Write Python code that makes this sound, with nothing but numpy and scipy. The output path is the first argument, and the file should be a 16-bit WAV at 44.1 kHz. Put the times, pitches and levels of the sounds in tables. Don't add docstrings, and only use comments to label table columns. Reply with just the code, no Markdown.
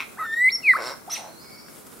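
import sys
import numpy as np
from scipy import signal
from scipy.fft import rfft, irfft
from scipy.io import wavfile
from scipy.ndimage import uniform_filter1d

SR = 44100
rng = np.random.default_rng(int(sys.argv[2]) if len(sys.argv) > 2 else 0)


def file_out(sig):
    cols = np.atleast_2d(sig).T
    lim = np.clip(cols, -1, 1)
    pcm = np.round(lim * 32767).astype(np.int16)
    wavfile.write(sys.argv[1], SR, pcm)


N = 88200

# (frequency [Hz], relative level [dB])
FOREST_COLOUR = [(25, -14), (173, 1.5), (233, 3), (482, 0), (870, -6), (1410, -4.5), (1800, -13.5),
                 (2060, -11), (2840, -19), (4250, -18.5), (10100, -13.5), (15500, -17)]
SWELL_COLOUR = [(500, 2), (1500, -10), (3000, -4.5), (6000, -8), (9500, 1.5), (15000, -7)]
TICK_COLOUR = [(500, -5), (1500, 4), (3000, -7), (6000, -1)]
# (peak time [s], half width [s], level [dB])
SWELLS = [(0.08, 0.18, -53), (1.77, 0.069, -49), (1.947, 0.094, -50.5)]
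# (time [s], level before the low-pass [dB], cutoff [Hz])
TICKS = [(1.444, -41.5, 5000), (1.485, -57, 4000), (1.662, -44, 2500), (1.684, -38, 3500),
         (1.867, -39.5, 12000), (1.923, -39, 3500)]
# (start [s], length [s], first pitch [Hz], last pitch [Hz], dry level [dB])
FAR_NOTES = [(1.239, 0.11, 4010, 4420, -54), (1.361, 0.093, 4330, 4384, -51.5),
             (1.393, 0.066, 4600, 5350, -49.5), (1.415, 0.079, 5330, 5080, -56),
             (1.515, 0.048, 4730, 4500, -48), (1.541, 0.029, 4850, 5540, -50.5),
             (1.572, 0.048, 5480, 5370, -50.5), (1.421, 0.19, 2225, 2215, -53.5)]
# (time [s], pulse rate [Hz], level [dB])
RASP = [(0, 204, -24), (.013, 166, -35), (.023, 128, -33.5), (.05, 152, -47)]
BUZZ = [(1.098, 653, -44.5), (1.12, 690, -36.5), (1.14, 680, -37), (1.16, 620, -36.5), (1.177, 720, -40),
        (1.21, 640, -45.5)]
# (time [s], pulse rate [Hz], body level [dB], treble level [dB])
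RATTLE = [(.765, 121.4, -35, -54), (.79, 126, -33.5, -49.5), (.82, 105.4, -34, -41.5),
          (.85, 125, -37.5, -38.5), (.885, 126, -35, -38.5), (.91, 136, -36.5, -40.5),
          (.928, 164, -42, -45.5), (.94, 99, -41.5, -53)]
# (time [s], level [dB])
BREATH = [(.19, -70), (.225, -63.5), (.3, -64), (.5, -49.5), (.61, -57.5), (.69, -44.5), (.775, -47)]
# (frequency [Hz], relative level [dB])
RASP_COLOUR = [(700, -16.5), (1200, -3), (1750, -13), (2200, 1), (2550, 1), (2900, -13), (3900, -12),
               (4600, -25), (5500, -17.5), (7000, -34)]
BUZZ_COLOUR = [(80, -57), (400, -17), (750, 6), (1500, 0), (2200, 10), (3100, 3.5), (4000, 11), (4800, 0),
               (5800, 13), (6600, 0), (7900, -4), (8800, 8), (9600, -7.5), (10500, 3), (13000, -44)]
RATTLE_BODY = [(100, -29), (300, -2.5), (500, 0.5), (1050, 3), (1450, 3.5), (1750, -4), (2080, 0.5),
               (2700, -18), (8000, -65)]
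RATTLE_TREBLE = [(3400, -22), (4000, -12), (4800, -14.5), (5450, -4), (5900, -17), (6600, -34), (7300, -14),
                 (8000, -26), (8950, -17.5), (9800, -25), (15000, -34)]
BREATH_COLOUR = [(2800, -27.5), (4300, 16.5), (6300, -8.5), (9000, 7), (11600, 3), (15000, -5.5)]
# (time [s], pitch [Hz], level [dB])
LOW_VOICE = [(.172, 714, -50.5), (.184, 870, -46.5), (.192, 1225, -33), (.203, 1295, -28.5),
             (.222, 1252, -27), (.243, 1338, -32), (.256, 1477, -33.5), (.266, 1360, -32.5)]
RISING = [(.172, 1334, -45.5), (.192, 2045, -40), (.222, 1916, -40.5), (.25, 1832, -36), (.277, 1793, -33),
          (.318, 1787, -29), (.342, 1845, -22.5), (.355, 1845, -36), (.371, 1884, -24), (.404, 1934, -20.5),
          (.422, 1980, -16), (.44, 2013, -17.5), (.462, 2033, -14.5), (.478, 2037, -13.5),
          (.488, 2148, -13.5), (.494, 2287, -21.5)]
FLIP = [(.493, 2400, -52), (.499, 3540, -41.5), (.505, 4050, -32), (.513, 4800, -46.5), (.524, 5480, -27.5),
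        (.543, 5600, -25.5), (.56, 5370, -22), (.57, 5430, -33), (.598, 5540, -41)]
WHIP = [(.627, 2850, -48), (.642, 2593, -31), (.666, 2466, -19.5), (.681, 2266, -14.5), (.695, 2092, -10.5),
        (.709, 2019, -10.5), (.72, 1920, -16), (.731, 1980, -24.5), (.738, 1236, -21.5), (.747, 982, -32.5),
        (.757, 1232, -18.5), (.765, 1420, -26.5), (.772, 1750, -28)]
UNDERTONE = [(1.07, 654, -74), (1.079, 700, -36), (1.086, 784, -35.5), (1.093, 1016, -45),
             (1.099, 1360, -37.5)]
SQUEAK = [(1.094, 3304, -58), (1.099, 4627, -53), (1.105, 5460, -34), (1.115, 5680, -38.5),
          (1.125, 6000, -30), (1.136, 6030, -29), (1.143, 5700, -29), (1.148, 3874, -48),
          (1.153, 3154, -42), (1.161, 2640, -36.5), (1.17, 2080, -37.5)]
GROWL = [(1.155, 800, -52), (1.18, 760, -43), (1.29, 689.8, -46), (1.325, 654, -53.5)]
# (frequency [Hz], level at the note's loudest [dB])
LOW_OVERTONES = [(3800, -56.5), (5000, -75.5), (10200, -66.5), (11300, -53.5)]
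RISING_OVERTONES = [(3700, -38), (4200, -59.5), (5500, -44.5), (6300, -77), (7200, -48), (8000, -41.5),
                    (9800, -65.5), (11300, -45.5), (12100, -67), (12900, -54), (14300, -58.5), (15000, -68)]
FLIP_OVERTONES = [(11000, -43)]
WHIP_OVERTONES = [(3200, -44), (4200, -43.5), (5600, -67.5)]
SQUEAK_OVERTONES = [(12000, -41.5), (13000, -56)]
GROWL_OVERTONES = [(1500, -56.5), (3000, -66.5)]

GRAIN_DEPTH, GRAIN_HZ = .36, 220
OVERTONE_GROWTH = .75
PURE_GLIDE_OCT_PER_S = 16
STEMS_DB, TREES_DB = -15, -16.5
HARSH_STEMS_DB, HARSH_TREES_DB = 8.5, 9.5


def undb(db):
    return 10 ** (np.asarray(db) / 20)


def unit(x):
    return x / np.sqrt(np.mean(x ** 2) + 1e-18)


def clock():
    return np.arange(N) / SR


def curve(rows, column=1):
    rows = np.array(rows)
    return np.interp(clock(), rows[:, 0], rows[:, column])


def envelope(rows, column=2, edge_s=.00095):
    outside = np.maximum(0, np.maximum(rows[0][0] - clock(), clock() - rows[-1][0]))
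    return undb(curve(rows, column)) * np.exp(-(outside / edge_s) ** 2)


def wander(rate_hz):
    hz = np.arange(N // 2 + 1) * SR / N
    return unit(irfft(rfft(rng.standard_normal(N)) / (1 + (hz / rate_hz) ** 4), N))


def eq_gains(points):
    hz, db = np.array(points).T
    return undb(np.interp(np.log(np.arange(N // 2 + 1) * SR / N + 1), np.log(hz), db))


def colour(x, points):
    cepstrum = irfft(np.log(eq_gains(points)), N)
    cepstrum[1:N // 2] *= 2
    cepstrum[N // 2:] = 0
    impulse = irfft(np.exp(rfft(cepstrum)), N)[:2048]
    return unit(signal.fftconvolve(x, impulse)[:N])


def echoes(x, t60_s, predelay_s, width=.75):
    t = clock()
    mid, side = rng.standard_normal((2, N)) * undb(-60 * t / t60_s) * (t > predelay_s)
    ears = np.array([mid + width * side, mid - width * side])
    return signal.fftconvolve(x[None], unit(ears) / np.sqrt(N), axes=1)[:, :N]


def ground_bounce(x, delay_s=.00186, bounce_db=-10.5):
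    return x + undb(bounce_db) * np.interp(clock() - delay_s, clock(), x, left=0)


def forest_hiss(level_db=-46):
    ears = [rng.standard_normal(N) * undb(1.17 * wander(22)) for _ in range(2)]
    return unit(irfft(rfft(ears) * eq_gains(FOREST_COLOUR), N)) * undb(level_db)


def hiss_swells():
    swell = sum(undb(db) * np.exp(-((clock() - at) / half) ** 2) for at, half, db in SWELLS)
    grainy_hiss = rng.standard_normal(N) * undb(1.6 * wander(210))
    return swell * colour(grainy_hiss, SWELL_COLOUR)


def far_birds(flutter=.022, wet_db=1.5):
    notes = np.zeros(N)
    for start, length, first_hz, last_hz, db in FAR_NOTES:
        along = np.clip((clock() - start) / length, 0, 1)
        hz = (first_hz + (last_hz - first_hz) * along) * (1 + flutter * wander(250.5))
        arch = np.sqrt(np.abs(np.sin(np.pi * along)))
        notes += undb(db) * arch * np.sin(2 * np.pi * np.cumsum(hz) / SR)
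    return notes + undb(wet_db) * echoes(notes, t60_s=.74, predelay_s=.045, width=.74)


def twigs(decay_s=.0049):
    t = clock()
    crack = colour(rng.standard_normal(N), TICK_COLOUR)
    ticks = np.zeros(N)
    for at, db, cutoff_hz in TICKS:
        burst = undb(db) * crack * (t > at) * np.exp(-np.abs(t - at) / decay_s)
        ticks += signal.sosfilt(signal.butter(2, cutoff_hz, fs=SR, output="sos"), burst)
    return ticks


def syrinx_pulses(rows, jitter, air_cycles, shimmer_db=1):
    cycles = np.cumsum(curve(rows) * (1 + jitter * wander(100))) / SR
    snaps = np.diff(np.floor(cycles), prepend=0)
    puffs = np.exp(-(cycles % 1) / air_cycles) * rng.standard_normal(N)
    return np.array([unit(snaps - snaps.mean()), unit(puffs)]) * undb(shimmer_db * wander(75))


def syrinx_tone(rows, overtones, waver, rough, flutter_hz):
    pitch = uniform_filter1d(curve(rows), size=130)
    glide_oct_per_s = np.gradient(np.log2(pitch)) * SR
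    steadiness = 1 / (1 + (glide_oct_per_s / PURE_GLIDE_OCT_PER_S) ** 4)
    hz = pitch * (1 + waver * wander(flutter_hz))
    phase = 2 * np.pi * np.cumsum(hz) / SR
    gain = envelope(rows)
    sheen = 0
    for k in range(2, 10):
        partial = np.sin(k * phase + GRAIN_DEPTH * wander(GRAIN_HZ))
        partial *= 1 + GRAIN_DEPTH * wander(GRAIN_HZ)
        throat = undb(np.interp(k * hz, *np.array(overtones).T))
        sheen += throat * partial * (k * hz < SR / 2)
    tone = gain * np.sin(phase) + steadiness * (gain / gain.max()) ** OVERTONE_GROWTH * sheen
    tremble = np.exp(rough * wander(flutter_hz) - rough ** 2)
    return np.sqrt(2) * tone * tremble


def rasp():
    snaps, puffs = syrinx_pulses(RASP, jitter=.061, air_cycles=1)
    return colour(snaps + 1.1 * puffs, RASP_COLOUR) * envelope(RASP)


def rattle():
    snaps, puffs = syrinx_pulses(RATTLE, jitter=.018, air_cycles=.78, shimmer_db=1.04)
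    body = colour(snaps + .66 * puffs, RATTLE_BODY) * envelope(RATTLE)
    treble = colour(snaps + 1.8 * puffs, RATTLE_TREBLE) * envelope(RATTLE, column=3)
    return body + treble


def squeak():
    snaps, puffs = syrinx_pulses(BUZZ, jitter=.016, air_cycles=.79)
    buzz = colour(snaps + 1.1 * puffs, BUZZ_COLOUR) * envelope(BUZZ)
    arch = syrinx_tone(SQUEAK, SQUEAK_OVERTONES, waver=.0092, rough=.1, flutter_hz=412)
    lead_in = syrinx_tone(UNDERTONE, GROWL_OVERTONES, waver=.0234, rough=.13, flutter_hz=306)
    growl = syrinx_tone(GROWL, GROWL_OVERTONES, waver=.19, rough=.31, flutter_hz=304.6)
    return buzz + arch + lead_in + growl


def whistles():
    turbulence = rng.standard_normal(N) * undb(2.3 * wander(340))
    breath = colour(turbulence, BREATH_COLOUR) * envelope(BREATH, column=1)
    low = syrinx_tone(LOW_VOICE, LOW_OVERTONES, waver=.013, rough=.27, flutter_hz=650)
    rising = syrinx_tone(RISING, RISING_OVERTONES, waver=.003, rough=.05, flutter_hz=160)
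    flip = syrinx_tone(FLIP, FLIP_OVERTONES, waver=.004, rough=.1, flutter_hz=300)
    whip = syrinx_tone(WHIP, WHIP_OVERTONES, waver=.0067, rough=.023, flutter_hz=155)
    return breath + low + rising + flip + whip


def scene():
    clear = whistles()
    harsh = rasp() + ground_bounce(rattle()) + squeak()
    stems = echoes(clear + undb(HARSH_STEMS_DB) * harsh, t60_s=.06, predelay_s=.003)
    trees = echoes(clear + undb(HARSH_TREES_DB) * harsh, t60_s=.42, predelay_s=.01)
    lyrebird = clear + harsh + undb(STEMS_DB) * stems + undb(TREES_DB) * trees
    return lyrebird + far_birds() + twigs() + hiss_swells() + forest_hiss()


def record(dry):
    low_cut_hz, high_cut_hz = 47, 15700
    thinned = signal.sosfilt(signal.butter(2, low_cut_hz, "highpass", fs=SR, output="sos"), dry)
    return signal.sosfilt(signal.ellip(10, .1, 80, high_cut_hz, fs=SR, output="sos"), thinned)


dry = scene()
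out = record(dry)
file_out(out)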